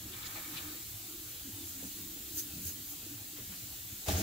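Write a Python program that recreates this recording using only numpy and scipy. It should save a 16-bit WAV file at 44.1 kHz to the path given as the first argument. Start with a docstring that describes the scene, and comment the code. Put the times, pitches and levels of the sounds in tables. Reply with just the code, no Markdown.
"""A gas burner hisses and faintly whistles under a pan of simmering soup, whose bubbles thump in the
hollow stove over the low rumble of the house. In the first second a hand rummages in a spice jar:
grains crunch, tap its wall and crack, with light knocks on the counter. From 1.7 s to 3 s the fingers
rub pinches over the pan in bright, squeaky strokes; two dull scuffs follow. Just after 4 s the jar is
set down: the counter rings, the rim clicks, the grains jump, and stove and pan shake with a low boom."""
import sys
import numpy as np
from scipy import signal
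from scipy.io import wavfile
from scipy.ndimage import uniform_filter1d

SR = 44100
rng = np.random.default_rng(int(sys.argv[2]) if len(sys.argv) > 2 else 0)


def put_to_file(sound):
    """Save the sound as 16-bit audio at rate SR, in the file named by the first command-line argument."""
    columns = np.atleast_2d(sound).T  # one column per channel
    safe = np.clip(columns, -1, 1)
    whole_steps = np.round(safe * 32767)
    wavfile.write(sys.argv[1], SR, whole_steps.astype(np.int16))


N = 186224
HZ = np.fft.rfftfreq(512, 1 / SR)  # bins of the noise spectra [Hz]
T = np.arange(N // 128 + 6) * 128 / SR  # their frame times [s]

# fingers stirring the jar: (time [s], level [dB])
STIRRING = [(0.0, -67), (0.122, -63), (0.14, -58), (0.27, -55), (0.376, -54.5), (0.43, -55.5),
            (0.492, -57.5), (0.56, -52.5), (0.6, -55.5), (0.66, -56), (.74, -59.5), (0.85, -70)]


def gain_of(db):
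    """Decibels to a factor."""
    return 10 ** (np.asarray(db) / 20)


def unit_rms(x):
    """Scales to rms 1."""
    return x / np.sqrt(np.mean(abs(x) ** 2) + 1e-20)


def spectrum(points):
    """Spreads (frequency, value) points over the bins, on a log axis."""
    hz, value = np.transpose(points)
    return np.interp(np.log(HZ + 1), np.log(hz + 1), value)


def follow(rows, t):
    """An envelope table's columns at times t, and a gate that is open while it runs."""
    times, *columns = np.transpose(rows)
    return [np.interp(t, times, c) for c in columns], (t >= times[0]) & (t <= times[-1])


def colour(db):
    """A spectrum in dB as a magnitude of total power 1."""
    gain = gain_of(db)
    return gain / np.sqrt((gain ** 2).sum(0))


def bump(s, spread, shape=2):
    """A swell around time s: shape 1 is pointed, 2 is round."""
    return np.exp(-.5 * abs((T - s) / spread) ** shape)


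def band_bursts(rows):
    """Power (bins x frames) of short, pointed noises, each around one pitch."""
    power = 0
    for s, db, hz, width, spread in rows:
        band = colour(-6 * (np.log2((HZ + 1) / hz) / width) ** 2)
        power += np.outer(band, gain_of(db) * bump(s, spread, shape=1.27)) ** 2
    return power


def resonate(x, hz, width):
    """A resonance of gain 1 that can glide: shifts hz down to zero, smooths, and shifts back."""
    turn = np.exp(2j * np.pi * np.cumsum(hz * np.ones(len(x))) / SR)
    pole = np.exp(-np.pi * width / SR)
    return 2 * (turn * signal.lfilter([1 - pole], [1, -pole], x / turn)).real


def grainy_noise(magnitude, grain_db):
    """Stereo noise shaped by a bins x frames magnitude, roughened by a fast flutter in level."""
    # diffuse sound reaches two spaced ports in and out of step: (frequency [Hz], correlation [-1 to 1])
    correlation = [(150, 1), (300, 1), (500, 0.27), (700, 0.48), (1000, 0.24), (1700, -0.29),
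                   (2400, -0.022), (3200, 0.51), (3900, 0.53), (4800, -0.043), (7000, 0.095), (12500, 0.1),
                   (13400, 0.074), (15500, 1)]
    # stereo lean: (frequency [Hz], left minus right [dB])
    balance = [(400, 0), (1000, 0.5), (2500, 1.2), (5000, 1), (15000, -0.5)]
    a, b, c, d = rng.standard_normal((len(T), len(HZ), 4)).T
    alike = spectrum(correlation)[:, None]
    left = a + 1j * b
    right = alike * left + np.sqrt(1 - alike ** 2) * (c + 1j * d)
    pan = gain_of(np.outer([.5, -.5], spectrum(balance)))[:, :, None]
    shaped = signal.istft(np.array([left, right]) * magnitude * pan, nperseg=512, noverlap=384)[1]
    unit = signal.istft(left, nperseg=512, noverlap=384)[1].std() / np.sqrt(len(HZ))
    flutter = unit_rms(uniform_filter1d(rng.standard_normal(N), size=24))
    return shaped[:, :N] / unit * unit_rms(gain_of(grain_db * flutter))


def burner_hiss():
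    """Gas jets and sizzle make a bright hiss in which patches of the spectrum swell and fade."""
    # tone of the hiss: (frequency [Hz], density [dB])
    tone = [(150, -7.5), (260, -12), (450, -9.5), (485, 15.5), (538, -32), (643, -8), (976, -15.5),
            (1050, -13), (1440, -9), (2180, -7.5), (4190, -3), (5480, -5.5), (7380, 0), (9510, -6),
            (12500, 0), (15000, 0), (15800, -3)]
    # its envelope: (time [s], level [dB])
    envelope = [(0.0, -45), (0.48, -42.5), (1.09, -44), (2.7, -43.5), (3.17, -44.5), (4.05, -43.5)]
    # drifting patches: (frequency [Hz], depth [dB])
    patch_depth = [(500, 3.0), (1500, 2.0), (3500, 1.6), (7000, 1.4), (15000, 1.2)]
    patches = uniform_filter1d(rng.standard_normal((len(T), len(HZ))).T, size=3, axis=0)
    patches = unit_rms(uniform_filter1d(patches, size=24, axis=1))
    (db,), _ = follow(envelope, T)
    level = gain_of(db + spectrum(patch_depth)[:, None] * patches)
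    return grainy_noise(colour(spectrum(tone))[:, None] * level, grain_db=0.5)


def burner_whistle():
    """One jet whistles: a thin, very high band of noise that wanders and trembles in pitch."""
    # wander of the whistle: (time [s], pitch [Hz])
    pitch = [(0, 15330), (.3, 15360), (.8, 15340), (1.1, 15470), (1.5, 15600), (1.75, 15440), (2.05, 15620),
             (2.3, 15580), (2.45, 15640), (2.62, 15420), (2.72, 15600), (3.4, 15560), (3.75, 15480),
             (4.22, 15560)]
    # its envelope: (time [s], level [dB])
    envelope = [(0, -66), (.3, -59), (.6, -64), (.78, -55), (.9, -62), (1.3, -64), (1.5, -58), (1.7, -61),
                (2.07, -55), (2.2, -59), (2.4, -56), (2.75, -56), (3.0, -64), (3.4, -62), (3.7, -58),
                (4.22, -62)]
    t = np.arange(N) / SR
    (hz,), _ = follow(pitch, t)
    (db,), _ = follow(envelope, t)
    tremble_hz = 35 * unit_rms(uniform_filter1d(rng.standard_normal(N), size=3000))
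    whistle = unit_rms(resonate(rng.standard_normal(N), hz + tremble_hz, width=25))
    return whistle * gain_of(db) * gain_of([[.1], [-.1]])


def body_drive(modes, calm_db):
    """Level and pitch ratio of one hollow body: calm simmer, bursts near its pitch, the jar's landing."""
    # calm simmer, then from 4.07 s the boom of the jar's landing: (time [s], level change [dB])
    shaking = [(0, 0), (.8, -8.5), (1.4, -9.5), (2.2, -4.5), (2.9, -5), (3.4, -11.5), (4.07, -4.5),
               (4.22, 21)]
    # bursts of bubbling: (middle [s], length [s], level [dB], favoured pitch [Hz])
    bursts = [(0.004, 0.071, -54.5, 185), (0.071, 0.035, -53.5, 293), (0.138, 0.075, -75, 91),
              (0.24, 0.63, -56.5, 105), (0.36, 0.031, -53.5, 286), (0.504, 0.14, -53.5, 296),
              (0.556, 0.035, -53, 147), (0.66, 0.05, -56, 90), (0.733, 0.16, -53.5, 303),
              (0.95, 0.21, -55, 102), (1.144, 0.15, -53, 318.6), (1.294, 0.075, -56, 101),
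              (1.493, 0.038, -47.5, 246), (1.53, 0.028, -52, 92), (1.588, 0.15, -53.5, 299),
              (1.656, 0.074, -45, 84), (1.846, 0.13, -51.5, 241), (1.826, 0.043, -47, 74),
              (1.99, 0.18, -47, 72), (1.99, 0.037, -48.5, 289), (2.073, 0.093, -56, 292),
              (2.224, 0.13, -58, 268), (2.405, 0.18, -50.5, 311), (2.442, 0.094, -57, 104),
              (2.577, 0.053, -50, 182), (2.661, 0.043, -38.5, 77), (2.56, 0.052, -55, 68),
              (2.877, 0.17, -63, 64), (2.73, 0.16, -52, 272), (2.79, 0.039, -52, 100),
              (2.934, 0.059, -57, 294), (3.067, 0.013, -48.5, 306), (3.147, 0.11, -53.5, 281),
              (3.155, 0.08, -50, 95), (3.341, 0.024, -56.5, 322), (3.41, 0.11, -54.5, 278),
              (3.427, 0.048, -49, 109), (3.495, 0.04, -52, 74.4), (3.52, 0.058, -53.5, 205),
              (3.646, 0.053, -50, 110), (3.647, 0.067, -57.5, 291), (3.784, 0.11, -58, 97),
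              (3.904, 0.18, -58, 79.5), (3.9, 0.098, -73, 378), (0.1, 0.12, -55, 390)]
    swell_db, wander_octaves, reach_octaves = 3.0, 0.083, 0.47
    pull = 0.64  # share of the way that the body's pitch bends towards a burst's
    body_hz = max(modes, key=lambda mode: mode[2])[0]
    swell = unit_rms(uniform_filter1d(uniform_filter1d(rng.standard_normal(len(T)), size=20), size=20))
    (shaking_db,), _ = follow(shaking, T)
    power = gain_of(calm_db + shaking_db + swell_db * swell) ** 2
    weighted_bend = wander_octaves * swell[::-1] * power
    for s, length, db, hz in bursts:
        near_db = -6 * (np.log2(body_hz / hz) / reach_octaves) ** 2
        fade_db = -5.2 * abs(2 * (T - s) / length) ** 1.19
        burst = gain_of(db + near_db + fade_db) ** 2
        power += burst
        weighted_bend += pull * np.log2(hz / body_hz) * burst
    t = np.arange(N) / SR
    return np.interp(t, T, np.sqrt(power)), np.interp(t, T, 2 ** (weighted_bend / power))


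def simmer_and_boom():
    """Bubbles collapse as soft thumps that ring stove and pan; the landing jar shakes both into a boom."""
    # modes of cabinet, stove box, pan support and pan: (frequency [Hz], width [Hz], level [dB])
    bodies = [
        [(46.4, 68, -9.5), (73.1, 42, -11)],
        [(109.8, 27.5, 0)],
        [(183, 55, -1.5), (240, 88, -5)],
        [(260.3, 32, 1.5), (303.5, 24.8, 10), (330.2, 19.7, 6), (359, 15, -5), (398, 25, -5.5)],
    ]
    # quiet simmer between bursts, one per body: (level [dB])
    calm_levels = [-54.5, -68, -59.5, -63]
    thumps_per_s = 300
    out = np.zeros((2, N))
    for modes, calm_db in zip(bodies, calm_levels):
        chance, polarity, strength = rng.random((N, 3)).T
        level, bend = body_drive(modes, calm_db)
        thumps = (chance < thumps_per_s / SR) * np.sign(polarity - .5) * (1 - strength) ** -.12
        ring = 0
        for hz, width, db in modes:
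            mode = resonate(thumps, hz * bend, width)
            ring += gain_of(db) * unit_rms(resonate(mode, hz * bend, 1.27 * width))
        hz, width, _ = modes[0]  # a trace of stereo width around the lowest mode
        side = unit_rms(resonate(resonate(rng.standard_normal(N), hz, 2 * width), hz, 3 * width))
        out += (unit_rms(ring) + np.outer([1, -1], hz / 27000 * side)) * level
    return out


def house_rumble():
    """The steady low rumble of the house, almost mono."""
    band = signal.butter(2, [15, 50], "bandpass", fs=SR, output="sos")
    mid, side = signal.sosfilt(band, rng.standard_normal((N, 2)).T)
    return gain_of(-61) * unit_rms(np.array([mid + 0.022 * side, mid - 0.025 * side]))


def jar_grains():
    """Grains are stirred, crunch now and then, and jump when the jar lands."""
    # tone of the stirred grains: (frequency [Hz], density [dB])
    stir_tone = [(290, -40), (500, 5), (600, -14), (687, -10), (817, 9.5), (1000, -4), (1220, 8),
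                 (1460, 4.5), (1780, 0.5), (3970, -0.5), (5000, -16), (6500, -40), (11000, -120)]
    # crunches against the jar: (time [s], level [dB], centre [Hz], width [octaves], spread [s])
    crunches = [(.138, -48.5, 3460, 0.21, 0.0093), (.152, -54, 1690, 0.14, .006),
                (.232, -49, 3630, 0.24, 0.0069), (0.266, -45, 4150, 0.5, 0.0098),
                (.268, -47, 6860, .06, 0.0072), (.262, -52, 1890, .4, 0.011), (.36, -53, 4100, 0.22, 0.021),
                (.372, -47.5, 2230, 0.25, 0.011), (.465, -54, 2290, 0.04, 0.014),
                (0.565, -50.5, 3480, 0.58, 0.03), (0.577, -49, 2970, 0.074, 0.0074),
                (0.58, -44, 3760, 0.25, 0.01), (.583, -47, 2440, 0.077, 0.0093),
                (.70, -54, 3900, 0.28, .008), (4.088, -45, 6850, .12, .004),
                (4.096, -41.5, 3750, 0.054, 0.0043), (4.176, -39, 6650, .06, 0.0056),
                (4.204, -42, 6900, 0.091, 0.0043)]
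    # the jump on landing: (time [s], level [dB], brightness [dB/octave])
    jump = [(4.062, -44.5, -2), (4.08, -37, -2.5), (4.09, -35.5, 1.5), (4.105, -32.5, -3), (4.13, -36.5, 0),
            (4.16, -38, -2.5), (4.18, -36.5, -0.9), (4.2, -34, 1.7), (4.23, -37, -3)]
    # tone of the jumping grains: (frequency [Hz], density [dB])
    jump_tone = [(240, -20), (400, -5.5), (481, -20), (597, -21), (700, -3), (1020, -14.5), (1670, -7),
                 (2240, -9.5), (3390, -9), (4900, -7.5), (6670, -5.5), (9500, -12.5), (15800, -9)]
    (db,), gate = follow(STIRRING, T)
    stirred = np.outer(colour(spectrum(stir_tone)), gain_of(db) * gate)
    (db, brightness), gate = follow(jump, T)
    tilt_db = np.outer(np.log2((HZ + 1) / 5000), brightness)
    jumping = colour(spectrum(jump_tone)[:, None] + tilt_db) * gain_of(db) * gate
    return grainy_noise(np.sqrt(stirred ** 2 + band_bursts(crunches) + jumping ** 2), grain_db=-0.5)


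def jar_ring():
    """Stirred grains tap the wall of the jar here and there, each tap ringing one of its modes."""
    # modes of the jar wall: (frequency [Hz], width [Hz], level [dB])
    wall_modes = [(1056, 32, -11.5), (1226, 28, -7), (1300, 40, -10), (1556, 44, -10), (1770, 54, -5),
                  (2210, 55, -9), (2330, 50, -8)]
    taps_per_s = 200
    ring = np.zeros((2, SR))
    for hz, width, mode_db in wall_modes:
        chance, strength, place = rng.random((SR, 3)).T
        pan = np.array([np.cos(2 * np.pi * place), np.sin(2 * np.pi * place)])
        taps = (chance < taps_per_s / SR) * (1 - strength) ** -.2 * pan
        ring += gain_of(mode_db) * np.array([unit_rms(resonate(side, hz, width)) for side in taps])
    (db,), gate = follow(STIRRING, np.arange(SR) / SR)
    return np.pad(ring * gain_of(db) * gate, ((0, 0), (0, N - SR)))


def ticks():
    """Grains and the jar's hard rim crack: snaps of noise that die within milliseconds."""
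    # cracks: (time [s], level [dB], low edge [Hz], high edge [Hz], decay [s])
    cracks = [(.2305, -38, 2500, 6000, .001), (.2658, -34, 3000, 7500, .0015),
              (.3825, -39, 1500, 6000, .001), (.574, -35, 2500, 4500, .003), (.5813, -32, 3000, 5000, .002),
              (4.0853, -23, 1000, 14500, .002), (4.0878, -27, 600, 4500, .003),
              (4.101, -28, 1500, 5000, .0015), (4.1105, -33, 3000, 7500, .002)]
    out, t = np.zeros((2, N)), np.arange(1500) / SR
    for s, db, low_hz, high_hz, decay_s in cracks:
        mid, side = rng.standard_normal((len(t), 2)).T
        band = signal.butter(2, [low_hz, high_hz], "bandpass", fs=SR, output="sos")
        crack = unit_rms(signal.sosfilt(band, np.array([mid + 0.6 * side, mid - 0.6 * side])))
        out[:, round(s * SR):][:, :len(t)] += .5 * crack * gain_of(db) * np.exp(-t / decay_s)
    return out


def counter_knocks():
    """Each blow rings the counter, most near the pitch its spot favours, until weight damps the ring."""
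    # counter and jar ringing together: (frequency [Hz], level [dB], t60 [s])
    modes = [(83.7, 7, 0.45), (102.5, 10, 0.13), (193, 6.5, 0.21), (283, 6, 0.12), (359, 8.5, 0.049),
             (441, 6.5, 0.096), (495, 0.5, 0.056), (557, -7, 0.29), (636, 5.5, 0.12), (750, -6.5, 0.18),
             (823, -0.5, 0.18), (960, -6, 0.099), (1190, -1, 0.071), (2300, 4, 0.044), (2460, -5, 0.06)]
    # blows: (time [s], level [dB], favoured pitch [Hz], width [octaves], free ring [s])
    blows = [(.358, -46.5, 830, 0.22, 0.069), (.375, -50.5, 585, 0.15, .04),
             (0.746, -51.5, 493, 0.09, 0.026), (1.826, -46, 506, 0.13, 0.048),
             (3.385, -53, 503, 0.22, 0.05), (4.074, -43, 437, 0.43, 0.038), (4.0775, -33, 92, 0.22, 0.035),
             (4.085, -36, 826, 0.11, 0.04), (4.084, -34, 650, 0.82, 0.014), (4.098, -36, 228, 0.47, 0.026),
             (4.112, -44, 347, 1, 0.013), (4.1264, -30.5, 81, 0.14, 0.056), (4.137, -39, 660, 0.29, 0.036),
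             (4.146, -34, 335, 0.1, 0.022), (4.165, -60, 650, 0.71, .02), (4.182, -37, 330, 0.45, .05),
             (4.172, -38.5, 745, 0.11, 0.035), (4.196, -37, 720, 0.14, .05), (4.194, -35.5, 99, 0.11, .06)]
    damping_db_per_s = 1500
    out, t = np.zeros((2, N + SR)), np.arange(SR // 2) / SR
    for s, db, centre_hz, width, free_s in blows:
        for hz, mode_db, t60 in modes:
            scatter, side = rng.standard_normal(2)
            spot_db = 1.5 * scatter - 5.5 * (np.log2(hz / centre_hz) / width) ** 2
            decay_db = 60 * t / t60 + damping_db_per_s * np.maximum(t - free_s, 0)
            attack = np.sin(np.pi / 2 * np.minimum(t * hz / 1.1, 1)) ** 2
            envelope = attack * gain_of(db + mode_db + spot_db - decay_db)
            # high modes reach left and right out of step
            phase = np.array([[1], [-1]]) * np.sign(side) * (0.036 + hz / 1800)
            out[:, round(s * SR):][:, :len(t)] += envelope * np.sin(2 * np.pi * hz * t + phase)
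    return out[:, :N]


def pinches():
    """Dry grains grind and squeak between the fingers in short bright rubs; two dull scuffs follow."""
    # rubs: (time [s], level [dB], spread [s], brightness [dB/octave])
    rubs = [(1.68, -46.5, 0.027, 11), (1.85, -53, 0.15, 8), (1.99, -58, 0.017, 1), (2.39, -33.5, 0.015, 9),
            (2.581, -54, .015, 6), (2.667, -36.5, 0.017, 12.5), (2.689, -44, 0.018, 5.5),
            (2.91, -40, 0.016, 14)]
    # tone of the rubbed grains: (frequency [Hz], density [dB])
    rub_tone = [(880, -32), (1500, 12.5), (2300, 2), (3170, 0), (3570, -3), (4890, 4), (5340, 1),
                (6630, 7.5), (8150, -4.5), (14000, -4.5), (15800, -9.5)]
    # squeaks of the rubs, then two soft, dull scuffs:
    # (time [s], level [dB], centre [Hz], width [octaves], spread [s])
    squeaks_and_scuffs = [(1.69, -49, 7100, 0.11, 0.0061), (2.368, -40, 13800, 0.07, .006),
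                          (2.381, -58, 6500, 0.043, .005), (2.391, -44, 4920, 0.044, 0.0045),
                          (2.398, -45.5, 6140, .04, 0.0082), (2.416, -51, 6350, .03, .012),
                          (2.693, -44.5, 6440, 0.073, .005), (1.83, -54.5, 7300, 0.2, 0.096),
                          (3.39, -54.5, 1730, 0.93, 0.016), (3.53, -53, 1940, 1, 0.017)]
    power, octaves = band_bursts(squeaks_and_scuffs), np.log2((HZ + 1) / 8000)
    for s, db, spread, brightness in rubs:
        tone_db = spectrum(rub_tone) + brightness * octaves
        rub = np.outer(colour(tone_db), gain_of(db) * bump(s, spread))
        # every rub sits in a brighter, softer, longer rustle
        rustle = np.outer(colour(tone_db + 2.5 * octaves), gain_of(db - 4) * bump(s, 2.5 * spread))
        power += rub ** 2 + rustle ** 2
    return grainy_noise(np.sqrt(power), grain_db=1.8)


def scene():
    """The stove as a bed, the spice handling on top and the house underneath."""
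    stove = burner_hiss() + burner_whistle() + simmer_and_boom()
    spice = jar_grains() + jar_ring() + pinches() + counter_knocks() + ticks()
    return stove + spice + house_rumble()


def record(dry):
    """The microphone's bass roll-off, then a steep cut of the highest treble."""
    low_cut_hz, high_cut_hz = 52, 15760
    thinned = signal.sosfilt(signal.butter(2, low_cut_hz, "highpass", fs=SR, output="sos"), dry)
    high_cut = signal.firwin(2047, high_cut_hz, window=("kaiser", 9), fs=SR)
    return signal.oaconvolve(thinned, high_cut[None], "same")


dry = scene()
out = record(dry)
put_to_file(out)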